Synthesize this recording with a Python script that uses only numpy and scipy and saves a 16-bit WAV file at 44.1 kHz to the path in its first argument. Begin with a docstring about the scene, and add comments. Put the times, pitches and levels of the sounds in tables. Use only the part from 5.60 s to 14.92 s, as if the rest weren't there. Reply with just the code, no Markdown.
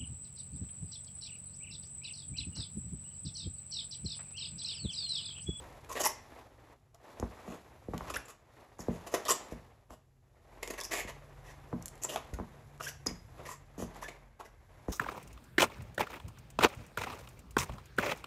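"""Rubber boots on a hard floor

Chunky rubber-soled boots step, turn and scuff on a hard indoor floor, next to a microphone lying on it.
Footfalls send falling thumps through the floor, which rings on after them. The tread slips as bursts of
jumpy noise, squeaks as short gliding tones and ticks as sharp clicks. Trouser cloth rustles as lumpy noise.
Underneath lie a quiet room tone, a low rumble, faint machine hums and a whine; a room adds short echoes."""
import sys
import numpy as np
from scipy import signal
from scipy.fft import rfft, irfft, next_fast_len
from scipy.io import wavfile
from scipy.ndimage import uniform_filter1d

SR = 44100
rng = np.random.default_rng(int(sys.argv[2]) if len(sys.argv) > 2 else 0)


def voltage_ratio(decibels):
    """Convert decibels (scalar or array-like) to amplitude ratios, 20 dB per decade."""
    exponent = np.asarray(decibels, float) / 20
    return 10 ** exponent


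def generate_wav(signal):
    """Clip the signal to [-1, 1] and save it as 16-bit WAV at the path in sys.argv[1]."""
    frames = np.transpose(np.atleast_2d(signal))
    scaled = np.clip(frames, -1, 1) * 32767
    pcm = np.round(scaled).astype(np.int16)
    wavfile.write(sys.argv[1], SR, pcm)


N = 411012  # length in samples

# footfalls: [t/s, peak level of the blow/dB, bass ring trim/dB, low-mid ring trim/dB,
# extra treble of the blow/dB, growing from 550 Hz and full above 1100 Hz]
FOOTFALLS = [(1.596, -34, -3.5, -8.5, -7), (1.625, -24.5, -2, -11.5, -6), (1.877, -38, -8, 0, -7),
             (2.283, -29, -11, -14, -27), (2.334, -28, -12.5, -4, -4), (2.407, -30.5, -11.5, -18, 11),
             (2.511, -44, 1, -6, -25), (2.559, -42.5, 2, -12, -25), (3.19, -36, -5.5, -3.5, -1),
             (3.282, -20.5, -13.5, -6, -18), (3.919, -32, -4, -5.5, -15), (4.304, -41, -4.5, -8.5, 7),
             (5.446, -38, -3.5, -16, -24.5), (6.127, -29, -5, 2.5, -3), (6.728, -38.5, 9, -4.5, -23),
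             (6.786, -31.5, -11.5, -13.5, -1), (6.797, -29.5, -6.5, -4, -4), (7.463, -29, -21.5, -6, -2),
             (7.508, -37, -6, -5.5, -9), (7.791, -41, -8.5, -10, -20), (8.177, -37, -11.5, 2, -12),
             (8.199, -34.5, -18, -16, -10), (8.222, -28.5, -6.5, -7, -10.5), (9.282, -25.5, 0, -9.5, -11)]
# tread dragged on the floor: [t/s, length/s, sole level/dB, hiss level/dB, favoured peak f/Hz]
SCUFFS = [(0.287, 0.036, -45.5, -56, 1065), (0.314, 0.021, -45.5, -47.5, 1064),
          (0.347, 0.047, -36.5, -50, 1756), (0.394, 0.029, -33, -36.5, 638),
          (0.434, 0.0078, -35, -32.5, 5970), (0.444, 0.027, -31, -31, 920), (1.34, 0.023, -60, -77, 700),
          (1.846, 0.13, -47.5, -64, 343.4), (2.332, 0.016, -43, -64, 804), (2.468, 0.028, -45, -62, 1530),
          (2.496, 0.015, -39.5, -46.5, 1056), (2.538, 0.011, -39, -44.5, 2452),
          (2.555, 0.0086, -35.5, -43.5, 1198), (2.651, 0.012, -58, -59, 7500),
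          (2.677, 0.04, -52.5, -56.5, 1082), (3.183, 0.047, -58, -55, 6730), (3.297, 0.088, -53, -65, 492),
          (3.464, 0.019, -42.5, -49.5, 589), (3.513, 0.03, -50.5, -54.5, 511),
          (3.538, 0.014, -26, -35, 475), (3.563, 0.021, -40.5, -74, 498), (3.65, 0.026, -39.5, -49.5, 3250),
          (3.68, 0.035, -29.5, -31, 1036), (3.706, 0.015, -30, -31, 7670), (3.907, 0.025, -59, -60, 1807),
          (4.294, 0.058, -56, -66.5, 628), (5.026, 0.0091, -38, -42, 2046), (5.059, 0.0058, -63, -58, 2060),
          (5.073, 0.013, -48, -51, 440), (5.1, 0.014, -35.5, -43.5, 450), (5.135, 0.0078, -48, -52, 2006),
          (5.176, 0.022, -43.5, -49.5, 1970), (5.206, 0.016, -46.5, -53, 3400),
          (5.239, 0.015, -51, -38, 5480), (5.308, 0.04, -38.5, -41, 1954),
          (5.334, 0.089, -40.5, -44.5, 2114), (5.471, 0.038, -44.5, -54, 1840),
          (5.841, 0.095, -56, -64.5, 1690), (6.415, 0.046, -53.5, -47, 6650),
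          (6.446, 0.0061, -36.5, -53, 840), (6.487, 0.022, -43.5, -44.5, 2910),
          (6.51, 0.045, -42, -49, 514), (6.557, 0.005, -34, -59, 740), (6.564, 0.019, -43, -56, 2350),
          (6.735, 0.0097, -51, -52.5, 1500), (7.197, 0.017, -41.5, -57, 1170),
          (7.211, 0.061, -57, -47.5, 2610), (7.273, 0.028, -51.5, -44.5, 1488),
          (7.46, 0.0085, -36, -44, 363), (7.478, 0.022, -49, -55, 2100), (7.772, 0.039, -50, -73, 490),
          (7.851, 0.026, -46.5, -53, 1990), (7.877, 0.064, -49.5, -52, 1027),
          (8.174, 0.074, -50, -52.5, 550), (8.353, 0.022, -49, -63, 748), (8.413, 0.039, -54, -52.5, 1744),
          (8.483, 0.0089, -40, -52.5, 2130), (8.792, 0.024, -44.5, -62, 764),
          (8.844, 0.024, -58, -64, 1674), (9.276, 0.039, -59.5, -61.5, 1616)]


def evened(x):
    """Brings a sound to an average (rms) level of 1."""
    return x / np.sqrt(np.mean(x ** 2) + 1e-20)


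def read(points, hz):
    """Reads a (Hz, value) curve at any pitch, with straight lines between points on a log pitch scale."""
    f, value = np.transpose(points)
    return np.interp(np.log(hz + 1), np.log(f + 1), value)


def curve(rows):
    """Joins (s, value) points into one value per sample."""
    s, value = np.transpose(rows)
    return np.interp(np.arange(N) / SR, s, value)


def add(mix, s, sound):
    """Adds a sound to the mix, starting at s seconds."""
    part = mix[round(s * SR):][:len(sound)]
    part += sound[:len(part)]


def coloured(x, points):
    """Filters a sound by a (Hz, dB) curve."""
    size = next_fast_len(len(x) + 4096)
    gain = voltage_ratio(read(points, np.fft.rfftfreq(size, 1 / SR)))
    return irfft(rfft(x, size) * gain, size)[:len(x)]


def resonate(x, hz, width):
    """A resonance of gain 1, width Hz wide, that follows the curve hz."""
    turn = np.exp(2j * np.pi * np.cumsum(hz * np.ones(len(x))) / SR)
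    r = np.exp(-np.pi * width / SR)
    # shift the pitch hz down to zero, smooth, and shift back up
    return 2 * (turn * signal.lfilter([1 - r], [1, -r], x / turn + 1e-18)).real


def body(x, modes):
    """A solid body answers the noise at several pitches of its own, each a pair of resonances in a row."""
    return evened(sum(voltage_ratio(db) * resonate(resonate(x, hz, width), hz, 3 * width) for hz, width, db in modes))


def slips(per_s, spread_db, last_s, steady_s):
    """Noise whose size jumps with each slip of the contact and fades until the next; even over steady_s."""
    jump = voltage_ratio(spread_db * np.minimum(rng.exponential(1, N), 3))
    jump = jump * (rng.random(N) < per_s / SR)
    # run through twice and keep the second half, so it is already going at the start
    size = signal.lfilter([1], [1, -np.exp(-1 / (last_s * SR))], np.tile(jump, 2))[N:]
    size /= np.sqrt(abs(uniform_filter1d(size ** 2, round(steady_s * SR))) + 0.0013)
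    return evened(size * rng.standard_normal(N))


def after(events, last_s):
    """Power that jumps at each (s, dB) event and dies away, as dB."""
    kicks = np.zeros(N)
    for s, db in events:
        kicks[round(s * SR)] += voltage_ratio(2 * db)
    return 10 * np.log10(signal.lfilter([1], [1, -np.exp(-1 / (last_s * SR))], kicks) + 1e-14)


def power_sum(a_db, b_db):
    """Level of two unrelated sounds together."""
    return 10 * np.log10(voltage_ratio(2 * a_db) + voltage_ratio(2 * b_db))


def steps():
    """Bending waves in the floor carry treble faster than bass, so each blow arrives as a falling sweep."""
    # tone of a blow: [f/Hz, level/dB]
    blow = [(40, -19.5), (100, 3.5), (300, -3), (700, -4), (1150, -4), (1450, -15.5), (2000, -22),
            (3000, -42), (8000, -76)]
    # ringing pitches of the floor: [f/Hz, base level/dB, time to fall by 60 dB/s]
    slab = [(58, -5.5, 0.11), (82.8, -3, 0.059), (146, 4.5, 0.041), (173.6, -3, 0.092), (238.7, -7.5, 0.13),
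            (325, -15.5, 0.11), (450, -9, 0.038), (614, -16, 0.066), (1000, -16, 0.021)]
    knock_hz = 390
    lag = 0.111  # delay in s = lag / sqrt(Hz)
    out = np.zeros(N)
    hz, t = np.fft.rfftfreq(16384, 1 / SR), np.arange(16384) / SR
    late = np.maximum(t - .011, 0)  # the ring starts 11 ms into the sound
    chance = rng.random((len(FOOTFALLS), len(slab), 2))
    # shift the whole sweep so that 1300 Hz arrives 7 ms into the sound
    phase = 4 * np.pi * lag * np.sqrt(hz) + 2 * np.pi * hz * (.007 - lag / np.sqrt(1300))
    knock_db = 4 * np.exp(-(np.log2((hz + 1) / knock_hz) / .5) ** 2)
    for (s, db, bass_db, mid_db, snap_db), luck in zip(FOOTFALLS, chance):
        # soft landings give duller blows
        treble_db = snap_db * np.clip(np.log2((hz + 1) / 550), 0, 1)
        sweep = irfft(voltage_ratio(read(blow, hz) + knock_db + treble_db) * np.exp(-1j * phase + .8j))
        ring = np.zeros(len(t))
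        for (f, mode_db, t60), (a, b) in zip(slab, luck):
            trim_db = bass_db if f < 120 else mid_db
            level_db = mode_db + 3.02 * (a + 1.5) - 60 * late / t60 + trim_db
            ring += voltage_ratio(level_db) * np.sin(2 * np.pi * (f * late + b * min(f / 400, 1)))
        ring *= 1 - np.exp(-late / 0.0057)  # swells over about 6 ms
        add(out, s - .005, voltage_ratio(db) * (sweep / abs(sweep).max() + ring))
    return out


def scuffs():
    """One stream of slips drives the sole body, the lugs and the hiss; each contact favours its own peaks."""
    # resonances of the sole, then of the tread lugs: [f/Hz, width/Hz, level/dB]
    sole = [(440, 100, 5.5), (594, 190, 6.5), (972, 355, 2), (1080, 58, 0.5)]
    lugs = [(1860, 260, 15), (2400, 410, 7.5), (3065, 1740, 0)]
    # where sole, lugs and hiss usually peak: [lowest f/Hz, highest f/Hz]
    peak_ranges = [(400, 1250), (1500, 3000), (5400, 7600)]
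    # sole below the first pitch, lugs between, hiss above the second: [f/Hz]
    part_edges_hz = [1400, 4400]
    # lug rasp against the mean of sole and hiss; the second when the favoured peak is a lug's
    rasp_db, rasp_favoured_db = -4.5, 2.5
    # time constant of the stop: this many seconds plus this share of the scuff's length
    release_s, release_share = .003, .13
    chance_peak_db = -8.5  # peaks of the parts that a contact does not favour

    force, peak_hz, peak_db = np.zeros((3, N)), np.full((3, N), 1000.), np.zeros((3, N))
    low, high = np.transpose(peak_ranges)
    for (s, length, sole_db, hiss_db, hz), luck in zip(SCUFFS, rng.random((len(SCUFFS), 3))):
        t = np.arange(0, length + .06, 1 / SR)
        rise = 1 - np.exp(-t / (0.00044 + 0.22 * length))
        fall = np.exp(-np.maximum(t - 0.77 * length, 0) / (release_s + release_share * length))
        part = np.searchsorted(part_edges_hz, hz)
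        lug_db = (sole_db + hiss_db) / 2 + (rasp_favoured_db if part == 1 else rasp_db)
        for band, db in zip(force, (sole_db, lug_db, hiss_db)):
            add(band, s, voltage_ratio(db) * rise * fall)
        peaks = low * (high / low) ** luck
        peaks[part] = hz
        # these peaks hold until the next scuff
        start = round(s * SR)
        peak_db[:, start:] = chance_peak_db * (np.arange(3) != part)[:, None]
        peak_hz[:, start:] = peaks[:, None]

    drive = slips(900, 8.3, 0.002, 0.0046)
    hiss = evened(coloured(drive, [(2500, -48.0), (4700, 10), (16000, 4.0)]))
    plain = body(drive, sole), body(drive, lugs), hiss
    out = np.zeros(N)
    for i, (width, base_db) in enumerate([(260, 1), (550, 1), (1100, -2)]):
        peak = evened(resonate(resonate(drive, peak_hz[i], width), peak_hz[i], 2 * width))
        share_db = base_db + peak_db[i]
        out += force[i] * (plain[i] + voltage_ratio(share_db) * peak) / np.sqrt(1 + voltage_ratio(2 * share_db))
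    return out


def squeaks():
    """Rubber sings as it sticks and slips: gliding tones with overtones and an unsteady size."""
    # squeaks: [t/s, length/s, starting f/Hz, ending f/Hz, level/dB], before the wobble
    squeak_rows = [(.451, 0.0078, 12000, 10400, -33.5), (0.469, 0.0082, 9450, 13300, -28),
                   (2.561, 0.01, 1114, 2040, -29.5), (2.567, 0.0077, 8960, 12200, -40),
                   (3.203, 0.008, 6760, 4600, -48.5), (3.687, 0.014, 7400, 7700, -40),
                   (3.708, 0.0023, 7200, 7740, -21.5), (3.717, 0.01, 7380, 7350, -29.5),
                   (6.442, 0.012, 7800, 6880, -31.5), (6.559, 0.0049, 860, 705, -23.5),
                   (7.207, 0.0051, 990, 1540, -31), (7.223, 0.041, 2854, 2664, -51),
                   (7.23, 0.03, 5930, 5300, -51), (7.265, 0.015, 1483, 1700, -34),
                   (7.281, 0.0112, 2200, 3280, -42), (7.467, 0.0043, 7470, 5130, -29.5),
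                   (7.468, 0.0073, 5080, 5020, -26), (7.889, 0.0058, 1100, 1000, -36),
                   (8.424, 0.011, 750, 1300, -35), (8.436, 0.04, 1690, 1790, -44),
                   (8.798, 0.0071, 597, 1210, -55)]
    # overtones weaken at nearly the same rate at every pitch: [f/Hz, level change per overtone/dB]
    overtones = [(800, -17), (7000, -17.5)]
    out = np.zeros(N)
    for s, length, from_hz, to_hz, db in squeak_rows:
        slope_db = read(overtones, to_hz)
        u = np.linspace(0, 1, round(length * SR))  # progress from 0 to 1
        wobble = uniform_filter1d(rng.standard_normal((2, 2000)), 40)[:, :len(u)]
        pitch = (from_hz + (to_hz - from_hz) * u) * (1 + 0.2 * wobble[0])
        turns = np.cumsum(pitch) / SR
        tone = sum(voltage_ratio(slope_db * k) * np.sin(2 * np.pi * (k + 1) * turns)
                   for k in range(4) if (k + 1) * to_hz < 14000)
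        add(out, s, voltage_ratio(db + 12 * wobble[1]) * tone * np.sin(np.pi * u) ** .5)
    return out


def ticks():
    """Lugs let go of the floor: each gives a sharp wide click, strongest around its own pitch."""
    # clicks: [t/s, peak level/dB, f/Hz]
    tick_rows = [(0.247, -41.5, 2030), (0.2952, -41, 6710), (0.331, -37, 7250), (0.4186, -22.5, 6100),
                 (1.3463, -46.5, 5900), (1.599, -36, 4940), (2.379, -31.5, 2690), (2.684, -43, 2100),
                 (3.6528, -30, 3270), (4.306, -48, 2010), (5.027, -43, 2270), (5.0554, -44, 2000),
                 (5.0761, -31, 2180), (5.1037, -45, 2260), (5.2024, -29.5, 5340), (5.208, -35, 6730),
                 (5.212, -27, 5440), (5.236, -27, 5500), (5.3192, -31, 2000), (6.225, -37.5, 6200),
                 (6.2577, -26, 7160), (6.2634, -41, 6300), (6.2812, -31, 6350), (6.2858, -38, 6430),
                 (6.355, -46, 7210), (6.378, -45, 2130), (7.178, -49, 2060), (3.41, -57, 6800),
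                 (6.4358, -26, 7100), (6.56, -24, 2400), (8.3472, -46, 3020), (8.364, -52, 2260),
                 (8.482, -39, 2670), (8.496, -55, 2010), (8.8033, -45, 2030)]
    out, t = np.zeros(N), np.arange(400) / SR
    for (s, db, hz), noise in zip(tick_rows, rng.standard_normal((len(tick_rows), 400))):
        burst = noise * np.exp(-t / 0.0013)
        snap = coloured(burst, [(300, -22), (hz / 1.4, -11), (hz, 0), (hz * 2.0, -10), (16000, -16)])
        add(out, s, voltage_ratio(db) * snap / abs(snap).max())
    return out


def rustle():
    """Folds of cloth rub as the legs move: lumpy dull noise with a fine hiss on top."""
    # cloth moving with the legs: [t/s, dull rub level/dB]
    leg_rub = [(0.0, -51), (0.2, -56), (0.55, -60), (0.8, -52.5), (0.9, -62.5), (1.13, -59), (1.18, -71),
               (1.36, -77.5), (1.45, -55), (1.85, -53), (2.26, -62), (2.45, -48.5), (2.75, -77),
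               (2.98, -57), (3.17, -63.5), (3.25, -53), (3.9, -52.5), (4.21, -68), (4.45, -85.5),
               (4.98, -57), (5.5, -59.5), (6.4, -56.5), (6.98, -59), (7.6, -68.5), (7.84, -52.5),
               (7.99, -67.5), (8.4, -52), (8.8, -74.5), (9.24, -59.5), (9.32, -63.5)]
    # tone of the dull rub: [f/Hz, level/dB]
    cloth = [(120, -42), (200, -5.5), (274, -3), (658, -1.5), (1100, -5.5), (1450, -12), (1910, -11.5),
             (2850, -19.5), (4000, -30), (5200, -51.5), (8800, -120)]
    # fine hiss at the easy rub level, its growth in dB per dB of rub, and that easy level
    hiss_db, hiss_per_db, easy_db = -72.5, 1.055, -58
    # each scuff swings the cloth: level against the scuff, dying time, evening-out of levels, build-up time
    swing_db, swing_s = -15.5, 0.058
    swing_law, build_s = 0.69, .03

    dull = evened(coloured(slips(500, 18.2, 0.047, 0.093), cloth))
    fine = slips(2200, 0.91, 0.0042, 0.11)
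    fine = evened(coloured(fine, [(2000, -27.5), (3500, 5), (7000, -4.0), (16000, -6.5)]))
    swings = []
    for s, _, sole_level, hiss_level, _ in SCUFFS:
        loudest_db = max(sole_level, hiss_level)
        swings.append((s, easy_db + swing_law * (loudest_db + swing_db - easy_db)))
    swing = uniform_filter1d(after(swings, swing_s), round(build_s * SR))
    rub_db = power_sum(curve(leg_rub), swing)
    return voltage_ratio(rub_db) * dull + voltage_ratio(hiss_db + hiss_per_db * (rub_db - easy_db)) * fine


def still_air():
    """Steady soft noise of the room."""
    # tone of the noise: [f/Hz, level/dB]
    air_tone = [(12, -27.5), (20, -0.5), (49, -10), (130, -5.5), (198, -31.5), (241, -16), (301, -38),
                (337, -23), (897, -38), (1480, -42), (16000, -53.5)]
    return voltage_ratio(-64.5) * evened(coloured(rng.standard_normal(N), air_tone))


def rumble():
    """Low noise that wavers, and swells as each footfall leaves the floor shaking."""
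    # wavering rumble: [t/s, level/dB]
    waver = [(0.0, -52.5), (1.43, -68), (1.79, -65), (2.1, -59), (2.49, -50), (2.65, -73), (3.11, -66),
             (3.35, -62), (4.62, -66.5), (5.53, -57), (7.42, -55), (7.55, -50.5), (8.57, -68.5),
             (9.32, -54)]
    # shaking: level against the footfall's peak level, dying time in s
    shake_db, shake_s = -28, 0.04
    low = coloured(rng.standard_normal(N),
                   [(15, -18.5), (30, -6), (45, -3.5), (120, -6.0), (170, -19.0), (400, -49.5)])
    shakes = after([(row[0], row[1] + shake_db) for row in FOOTFALLS], shake_s)
    return voltage_ratio(power_sum(curve(waver), shakes)) * evened(low)


def hums():
    """Machine hums come and go: each is a steady tone plus narrow noise that makes it waver."""
    # hums: [f/Hz, start t/s, end t/s, level of the steady tone/dB]
    hum_rows = [(43.7, 4.8, 6.4, -56), (44, 7.8, 9.4, -56), (141.8, 5.3, 8.7, -58.5), (222, 6.3, 9.1, -69)]
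    t, out = np.arange(N) / SR, np.zeros(N)
    for hz, start, end, db in hum_rows:
        fade = np.clip(np.minimum(t - start, end - t) / 0.24, 0, 1)
        waver = evened(resonate(resonate(rng.standard_normal(N), hz, 5.9), hz, 2.1))
        out += voltage_ratio(db) * fade * (np.sin(2 * np.pi * hz * t) + 0.44 * waver)
    return out


def whine():
    """A fuzzy fan-like whine, noise through two resonances, sets in over a second."""
    t = np.arange(N) / SR
    fuzz = evened(resonate(resonate(rng.standard_normal(N), 1574, 83), 2150, 180))
    return voltage_ratio(-76.5) * np.clip(t - 4.8, 0, 1) * fuzz


def room(x):
    """Sparse echoes of random sign, strong from nearby things at first, then each band dies at its own speed."""
    # slow dying of the echoes: [f/Hz, time to fall by 60 dB/s]
    decay = [(100, 0.63), (500, 0.18), (2000, 0.49), (7000, 0.35), (12000, 0.17)]
    taps = np.zeros(SR // 2)
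    at = np.arange(130, SR // 2 - 20, 20)
    taps[at + rng.integers(0, 20, len(at))] = rng.choice([-1., 1.], len(at))
    hz, t, z = signal.stft(taps, SR, nperseg=128)
    slow = voltage_ratio(-60 * t / np.clip(read(decay, hz), .05, 2)[:, None])
    nearby = voltage_ratio(0.5 - 60 * t / 0.16)
    tail = signal.istft(z * (slow + nearby), SR, nperseg=128)[1]
    return signal.fftconvolve(x, tail / np.linalg.norm(tail))[:N]


def scene():
    """Boots direct and through the room, with the cloth and the background added dry."""
    falls, rubs, tones, clicks = steps(), scuffs(), squeaks(), ticks()
    wet = room(voltage_ratio(-6.5) * rubs + voltage_ratio(-12.0) * tones + voltage_ratio(-11.0) * clicks + voltage_ratio(-6.5) * falls)
    background = still_air() + rumble() + hums() + whine()
    return (falls + rubs + tones + clicks + wet + rustle() + background)[None]


def roll_off(x):
    """The treble ends steeply here."""
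    return signal.sosfilt(signal.butter(12, 16450, fs=SR, output="sos"), x)


def record(dry):
    """The small microphone has a notch near 9 kHz and fades above 13 kHz."""
    # microphone response: [f/Hz, level/dB]
    microphone = [(20, -30), (40, -2.5), (4500, -0.5), (7300, 4), (8200, 0), (8950, -8), (10000, 3),
                  (12300, 2.5), (13300, -4), (14100, -25), (15000, -7), (16200, -48)]
    mix = coloured(dry[0], microphone)[None]
    return roll_off(mix)


dry = scene()
out = record(dry)
generate_wav(out)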